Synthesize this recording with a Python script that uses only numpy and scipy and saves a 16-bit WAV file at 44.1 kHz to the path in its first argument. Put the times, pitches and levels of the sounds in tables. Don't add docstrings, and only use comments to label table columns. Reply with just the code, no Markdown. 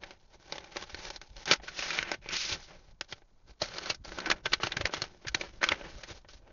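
import sys
import numpy as np
from scipy import signal
from scipy.fft import rfft, irfft
from scipy.io import wavfile
from scipy.ndimage import uniform_filter1d

SR = 44100
rng = np.random.default_rng(int(sys.argv[2]) if len(sys.argv) > 2 else 0)


def wrap_up_sound(samples):
    columns = np.atleast_2d(samples).T
    tamed = np.clip(columns, -1, 1)
    steps = np.round(tamed * 32767).astype(np.int16)
    wavfile.write(sys.argv[1], SR, steps)


N = 287532

# t/s, mid level over 10 ms/dB, bass re mid/dB, treble re mid/dB, build-up/s, ring f/Hz
BUCKLES = [(0.0359, -43, -10, -9, 0.0014, 1900), (0.1075, -50, -1.5, -4.5, 0.00035, 2290),
           (0.5236, -41, 1, 3, 0.00048, 4600), (0.5817, -44, -3, -5, 0.00054, 3430),
           (0.642, -53, -0.5, -2, 0.00079, 2400), (0.7601, -45.5, 5, -8, 0.00063, 1130),
           (0.7684, -38.5, -2.5, 0, .0006, 934), (0.8249, -45.5, -1.5, -1, 0.00078, 1060),
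           (0.9454, -41, -5, -3, 0.00023, 4300), (1.1027, -45, 1.5, 2.5, 0.0012, 3100),
           (1.161, -51, -1, 8.5, 0.00054, 4100), (1.215, -48.5, -10, -1.5, .0005, 2330),
           (1.3664, -57.5, -1, 7.5, .0006, 4110), (1.4565, -47, -10, 6, .0003, 760),
           (1.4791, -42.5, -7.5, 3, .001, 1630), (1.5126, -22, -4, 0.5, 0.00027, 2580),
           (1.5201, -27.5, -17.5, 1.5, 0.0026, 2570), (1.5355, -28.5, -11.5, 0, 0.00043, 2800),
           (1.682, -37.5, -16.5, -8, 0.0058, 1470), (1.7916, -36.5, -7.5, -3, 0.0017, 2460),
           (1.8239, -37, -8, -8, 0.001, 2670), (1.906, -31.5, -21, -10, 0.0013, 2470),
           (1.9884, -26, -21, -14, .0004, 2270), (2.0278, -33.5, -10.5, -8.5, 0.00029, 2060),
           (2.1163, -33, -1, -3.5, 0.0005, 2050), (2.2889, -41.5, -7, 0.5, .0012, 2330),
           (2.525, -37.5, -24, 2.5, .005, 3480), (3.0105, -37, -7.5, 0, 0.0004, 2070),
           (3.125, -40, -6.5, -3, 0.0014, 3270), (3.619, -37.5, 7, 8, 0.0028, 639),
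           (3.7835, -39.5, -5.5, 1.5, 0.0019, 4900), (3.8589, -42, -6, -1.5, .002, 1590),
           (3.901, -31, -6, 2.5, 0.0049, 2700), (3.946, -51.5, -8, 5.5, .001, 5880),
           (4.048, -56.5, 3.5, 8.5, 0.0017, 4800), (4.12, -44.5, -0.5, -9, 0.0022, 1630),
           (4.186, -37.5, -3.5, -7, 0.00036, 1260), (4.203, -43.5, -8, 0.5, .0005, 4050),
           (4.26, -34, -28, -7, .002, 1560), (4.3013, -28.5, -5.5, -1, 0.0015, 4130),
           (4.315, -23, -15, -7.5, 0.0034, 1600), (4.4577, -30.5, -8, -8.5, 0.0014, 3400),
           (4.4635, -30.5, -7.5, -14, 0.0017, 1590), (4.521, -39.5, -6.5, -11, 0.0013, 4120),
           (4.5342, -23, -13.5, -3, 0.0033, 4200), (4.6343, -28, -8, -8.5, 0.0024, 1420),
           (4.67, -33.5, -5, -8, 0.0017, 2630), (4.7209, -34, -17, -6, .002, 3780),
           (4.769, -30.5, -14, -7, 0.0019, 1670), (4.8108, -34.5, -2, -7, 0.0026, 560),
           (4.8552, -26.5, -8.5, -6, 0.0017, 2060), (4.869, -42, -3, 0, .0008, 1590),
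           (4.9374, -34.5, -1, -3.5, 0.0013, 1340), (4.9448, -41, -10, -1.5, .0008, 3380),
           (5.019, -37, -6, 6.5, 0.00022, 4230), (5.271, -40, -23.5, -4, 0.003, 1780),
           (5.2826, -36, -20, -1.5, 0.0023, 1570), (5.347, -27, -11, -1.5, 0.00092, 3920),
           (5.4114, -34.5, -4.5, -6, .0017, 2320), (5.616, -37.5, -5.5, -18, 0.0035, 1340),
           (5.6301, -26, -8.5, -15, 0.0016, 1950), (5.6397, -23, -15.5, -9.5, 0.0033, 2200),
           (5.6887, -26, -25, -7, 0.00087, 3190), (5.7199, -24.5, -10, -17.5, 0.0012, 1960),
           (6.0353, -44.5, -4.5, -2, 0.0037, 1980), (6.287, -55.5, -5, -2, .001, 4640)]
# t/s, mid level over 10 ms/dB, ring f/Hz
BUMPS = [(1.599, -56.5, 700), (1.6341, -53, 460), (2.26, -50.5, 860), (3.219, -66, 292), (3.4952, -65, 281),
         (3.8185, -56.5, 1470), (4.6009, -47.5, 1250), (4.8945, -48, 1460), (5.249, -50.5, 580),
         (5.4369, -49, 930), (5.8119, -48, 1400), (6.2475, -61, 1810), (6.504, -65, 500)]
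# t/s, length/s, mid level/dB, swell start to end/dB, treble re mid/dB
STROKES = [(0, 0.16, -62.5, -11.5, -3), (0.165, 0.14, -81.5, 8, 4.5), (0.294, 0.063, -68, 9.5, 0.5),
           (0.384, 0.18, -62, 19, 0), (0.515, 0.17, -59.5, -5, -3.5), (0.698, 0.046, -60.5, 9, -2),
           (0.735, 0.092, -51.5, 8.5, -2), (0.858, 0.23, -53, 8, 0.5), (1.115, 0.061, -55.5, -21, 0.5),
           (1.204, 0.027, -56.5, 1, -2), (1.253, 0.11, -76, -12, 5.5), (1.356, 0.093, -58.5, -15, 2.5),
           (1.454, 0.076, -34.5, 5.5, -4), (1.616, 0.15, -59.5, -15, 1.5), (3.022, 0.012, -57.5, -6.5, 1.5),
           (3.077, 0.042, -59.5, -5, 6), (3.14, 0.049, -69, -6, 1), (3.462, 0.047, -66.5, 6, 2.5),
           (3.591, 0.07, -47, 4.5, 1.5), (3.682, 0.24, -47.5, 1.5, -1.5), (3.915, 0.027, -66.5, 2, 2),
           (4.038, 0.21, -56, -11, 0), (4.155, 0.16, -46, 15, -12.5), (4.315, 0.11, -58.5, -26, -9),
           (4.432, 0.15, -55, -6, -1), (4.596, 0.071, -44, 7, -2.5), (4.695, 0.18, -50, 9.5, -8.5),
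           (4.904, 0.14, -45.5, -3, -3.5), (5.05, 0.39, -72, -2.5, 0.5), (5.297, 0.084, -65.5, 20.5, -1),
           (5.392, 0.13, -54, -23, -2.5), (5.516, 0.082, -69, -5, 0.5), (5.614, 0.059, -41.5, -2, -6),
           (5.697, 0.036, -35.5, -14, -11.5), (5.733, 0.14, -52, 5.5, -7), (5.847, 0.162, -61, 6, 1),
           (6.044, 0.078, -53.5, 19, -1.5), (6.135, 0.088, -67.5, -25, 4), (6.276, 0.096, -65, -5.5, 6),
           (6.379, 0.13, -76, 21, -9)]
# t/s, relative mid level/dB, bass re mid/dB, treble re mid/dB
LETTER_PULLS = [
    [(1.72, -54.5, -6.5, -2), (1.795, -43.5, -9.5, 3), (1.984, -39, -8.5, -4.5), (2.056, -44.5, -8, -13.5),
     (2.147, -42.5, -4.5, -7), (2.19, -82, 5, -3)],
    [(2.222, -64.5, -3, -3), (2.3, -43.5, -21, -15), (2.328, -35, -6.5, 1), (2.39, -43.5, -17.5, 8.5),
     (2.541, -42.5, -3, 3), (2.568, -56, 2, -2), (2.655, -65, -6.5, 8), (2.711, -56.5, 2.5, -6),
     (2.82, -72.5, 6, 1.5), (2.92, -69, 0.5, -1)],
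]
# f/Hz, width/Hz, boost/dB
HOLLOW = [(333, 100, 7), (560, 130, 7.5), (700, 200, -5.5), (773, 80, 5), (1210, 31, -3.5), (1355, 34, 4),
          (1530, 47, 6.5), (2240, 280, 1), (2600, 220, -2.5), (4260, 510, 2)]
# start t/s, lower f/Hz, boost/dB, upper f/Hz, boost/dB
GRIPS = [(0, 843, 7, 1130, 0), (1.422, 833, 8, 1480, 1), (1.62, 716, 4.5, 2480, 2),
         (2.199, 2140, 2, 2520, 7), (2.55, 808, 3.5, 5030, 1), (3.3, 1273, 4, 4350, 3),
         (4.031, 478, -3, 1430, 4), (4.42, 560, -3, 2100, -1), (5.58, 1300, 1, 2080, -1.5)]
# f/Hz, relative level/dB
BUCKLE_COLOUR = [(150, -0.5), (280, -8), (550, -4.5), (1000, -5.5), (1800, -2), (3000, -0.5), (4500, 2),
                 (6000, 1.5), (7000, -2)]
# f/Hz, relative level/dB
RUB_COLOUR = [(150, 3.5), (250, -6.5), (500, -3.5), (1000, -1), (2000, 2.5), (3000, 2), (4500, 2.5),
              (6000, 3.5), (7000, -2.5)]
# t/s, level/dB, f/Hz
PUFFS = [(0.931, -45, 69.4), (1.515, -41, 116), (2.519, -37.5, 87), (3.128, -47, 110), (3.499, -49.5, 45.6),
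         (3.619, -38.5, 105), (3.905, -42.5, 97), (4.462, -39, 135), (4.639, -34, 112), (4.766, -33.5, 136),
         (4.8, -33.5, 93), (4.838, -33.5, 78.4), (4.977, -42, 95), (5.018, -36, 130), (5.265, -37.5, 113),
         (5.294, -39.5, 50), (5.347, -40.5, 108), (5.714, -39, 76.7), (6.107, -41, 100)]
# t/s, relative level/dB
HEAVE = [(0, -58.5), (.3, -64.5), (0.849, -54.5), (2.6, -55), (3.35, -64), (3.7, -55), (4.3, -53.5),
         (4.85, -47.5), (5.15, -60.5), (5.7, -50), (6.5, -60.5)]
# f/Hz, relative level/dB
AIR_COLOUR = [(20, 14.5), (60, -12.5), (150, -11.5), (400, -12.5), (1000, -14.5), (3000, -46.5),
              (7000, -25.5)]


def buckling(crack=0.66, crack_build_s=0.0011, spread_s=.003, knock_s=0.00011, creep=0.44, ring_db=8.0):
    lead_s, level_window_s, n = .03, .01, 4096
    t = (np.arange(n) - round(lead_s * SR)) / SR
    hz = np.fft.rfftfreq(n, 1 / SR)
    knock = evened((t >= 0) * np.exp(-abs(t) / knock_s))
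    low_cut = signal.butter(1, 450, "highpass", fs=SR)
    dispersion = np.exp(-2j * np.pi * np.sqrt(hz * spread_s))
    snap = evened(irfft(rfft(1. * (t == 0)) * dispersion, n))
    out = np.zeros(N)
    for at_s, mid_db, bass_db, treble_db, build_s, decay_s, ring_hz in blows():
        shape = np.where(t < 0, creep * np.exp(-abs(t) / build_s), np.exp(-abs(t) / decay_s))
        noise, clump_noise = rng.standard_normal((2, n))
        clumps_db = evened(uniform_filter1d(clump_noise, size=40))
        shiver = evened(signal.lfilter(*low_cut, noise * shape * amp(clumps_db)))
        suddenness = 2 / (1 + (build_s + decay_s / 4) / crack_build_s)
        drive = shiver + crack * suddenness * (snap + 0.16 * knock)
        bands = radiate(drive, BUCKLE_COLOUR, [(ring_hz, ring_db)] + grip_rings(at_s))
        gains = amp(mid_db + np.array([bass_db, 0, treble_db]))
        add(out, at_s - lead_s, gains @ bands * np.sqrt(level_window_s * SR / n))
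    return out


def blows(usual_db=-37.5, base_decay_s=0.0038, halving_db=40.5, linger=0.82):
    for at_s, mid_db, bass_db, treble_db, build_s, ring_hz in BUCKLES:
        decay_s = (base_decay_s + linger * build_s) * 2 ** ((usual_db - mid_db) / halving_db)
        yield at_s, mid_db, bass_db, treble_db, build_s, decay_s, ring_hz
    bass_db, treble_db, build_s, decay_s = 4, -24, 0.00079, 0.0062
    for at_s, mid_db, ring_hz in BUMPS:
        yield at_s, mid_db, bass_db, treble_db, build_s, decay_s, ring_hz


def rubbing(finger_drag=0.82, letter_drag=.45, grain=0.47, judder_db=3.6, judder_hz=50, flutter_db=0.62):
    fingers, letter = finger_power(), letter_power()
    drag = (finger_drag * fingers[1] + letter_drag * letter[1]) / (fingers[1] + letter[1])
    crackle_share = grain * drag
    drive = np.sqrt(crackle_share) * fibre_crackle() + np.sqrt(1 - crackle_share) * rng.standard_normal(N)
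    drive *= amp(judder_db * drag * wander(judder_hz))
    parts = np.split(drive, [round(grip[0] * SR) for grip in GRIPS[1:]])
    bands = np.hstack([radiate(part, RUB_COLOUR, grip_rings(grip[0]))
                       for part, grip in zip(parts, GRIPS)])
    return sum(band * np.sqrt(power) * amp(flutter_db * wander(judder_hz))
               for band, power in zip(bands, fingers + letter))


def fibre_crackle(catches_per_s=800, spread_db=4.0, decay_s=0.0011, click=0.13):
    catches = (rng.random(N) < catches_per_s / SR) * rng.choice([-1, 1], N)
    catches = catches * amp(spread_db * np.minimum(rng.exponential(1, N), 4))
    shake_power = signal.lfilter([1], [1, -np.exp(-2 / (decay_s * SR))], catches ** 2)
    shake = evened(np.sqrt(shake_power) * rng.standard_normal(N))
    return evened(shake + click * evened(catches))


def finger_power(attack_s=0.023, release_db_per_s=601, usual_db=-53, hold_db=-84.5):
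    power = np.full((N, 3), amp(hold_db) ** 2)
    t = np.arange(SR // 2) / SR
    for at_s, length_s, mid_db, swell_db, treble_db in STROKES:
        held_db = mid_db + swell_db * (np.minimum(t / length_s, 1) - .5)
        release_db = release_db_per_s * np.maximum(t - length_s, 0)
        gain = np.minimum(t / attack_s, 1) * amp(held_db - release_db)
        bass_db = -1.5 - 0.38 * (mid_db - usual_db) - 0.39 * treble_db
        add(power, at_s, np.outer(gain, amp([bass_db, 0, treble_db])) ** 2)
    return power.T


def letter_power(trim_db=-.5, fade_s=0.011):
    power = np.zeros((3, N))
    for pull in LETTER_PULLS:
        at_s, mid_db, bass_db, treble_db = np.transpose(pull)
        moving = follow([at_s[0] - fade_s, at_s[0], at_s[-1], at_s[-1] + fade_s], [0, 1, 1, 0])
        power += [(moving * amp(follow(at_s, trim_db + mid_db + db))) ** 2
                  for db in (bass_db, 0, treble_db)]
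    return power


def radiate(drive, colour, rings, ring_width=0.2, edges_hz=(150, 900, 3000, 7400)):
    n = len(drive)
    hz = np.fft.rfftfreq(n, 1 / SR)
    resonances = list(HOLLOW) + [(f, ring_width * f, boost_db) for f, boost_db in rings]
    db = spectrum_db(colour, hz)
    for centre_hz, width_hz, boost_db in resonances:
        db += boost_db / (1 + (2 * (hz - centre_hz) / width_hz) ** 2)
    cepstrum = irfft(np.log(amp(db)), n)
    cepstrum[1:n // 2] *= 2
    cepstrum[n // 2 + 1:] = 0
    spectrum = rfft(drive) * np.exp(rfft(cepstrum))
    above = [1 / (1 + (edge_hz / (hz + 1)) ** 8) for edge_hz in edges_hz]
    return np.array([evened(irfft(spectrum * (low - high), n)) for low, high in zip(above, above[1:])])


def grip_rings(at_s):
    held = sum(at_s >= grip[0] for grip in GRIPS[1:])
    return [GRIPS[held][1:3], GRIPS[held][3:5]]


def puffing(trim_db=-1, stir_band_hz=(18, 45), lumps_db=4.0, lumps_hz=16):
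    band_pass = signal.butter(1, stir_band_hz, "bandpass", fs=SR, output="sos")
    stir = signal.sosfilt(band_pass, rng.standard_normal(N))
    stir = signal.sosfilt(signal.butter(2, 190, fs=SR, output="sos"), stir)
    heave_db = follow(*np.transpose(HEAVE)) + trim_db
    out = evened(stir * amp(lumps_db * wander(lumps_hz))) * amp(heave_db)
    t = np.arange(4096) / SR
    for at_s, db, hz in PUFFS:
        shape = 2 * hz * t * np.exp(1 - 2 * hz * t)
        add(out, at_s, amp(db) * shape * np.sin(2 * np.pi * hz * t))
    return out


def room_echoes(x, near_db=-14, near_t60_s=0.0077, far_db=-23, far_t60_s=0.066):
    t = np.arange(SR // 3) / SR
    response = np.zeros(len(t))
    for db, t60_s in (near_db, near_t60_s), (far_db, far_t60_s):
        scatter = rng.standard_normal(len(t)) * (t > .003) * amp(-60 * t / t60_s)
        response += amp(db) * scatter / np.linalg.norm(scatter)
    return signal.fftconvolve(x, response)[:N]


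def room_air(level_db=-64.5):
    colour = amp(spectrum_db(AIR_COLOUR, np.fft.rfftfreq(N, 1 / SR)))
    return amp(level_db) * evened(irfft(rfft(rng.standard_normal(N)) * colour, N))


def amp(db):
    return 10 ** (np.asarray(db) / 20)


def evened(x):
    return x / np.sqrt(np.mean(x ** 2) + 1e-20)


def spectrum_db(points, hz):
    points_hz, db = np.transpose(points)
    return np.interp(np.log(hz + 1), np.log(points_hz + 1), db)


def follow(times_s, values):
    return np.interp(np.arange(N) / SR, times_s, values)


def add(mix, at_s, sound):
    part = mix[max(round(at_s * SR), 0):][:len(sound)]
    part += sound[:len(part)]


def wander(rate_hz):
    hz = np.fft.rfftfreq(N, 1 / SR)
    return evened(irfft(rfft(rng.standard_normal(N)) * np.exp(-(hz / rate_hz) ** 2), N))


def scene():
    paper = rubbing() + buckling()
    return (paper + room_echoes(paper) + puffing() + room_air())[None]


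def record(dry, ceiling=.8, cutoff_hz=6950):
    rounded = ceiling * np.tanh(dry / ceiling)
    low_pass = signal.firwin(301, cutoff_hz, window=("kaiser", 7), fs=SR)
    return signal.oaconvolve(rounded, low_pass[None], "same")


dry = scene()
out = record(dry)
wrap_up_sound(out)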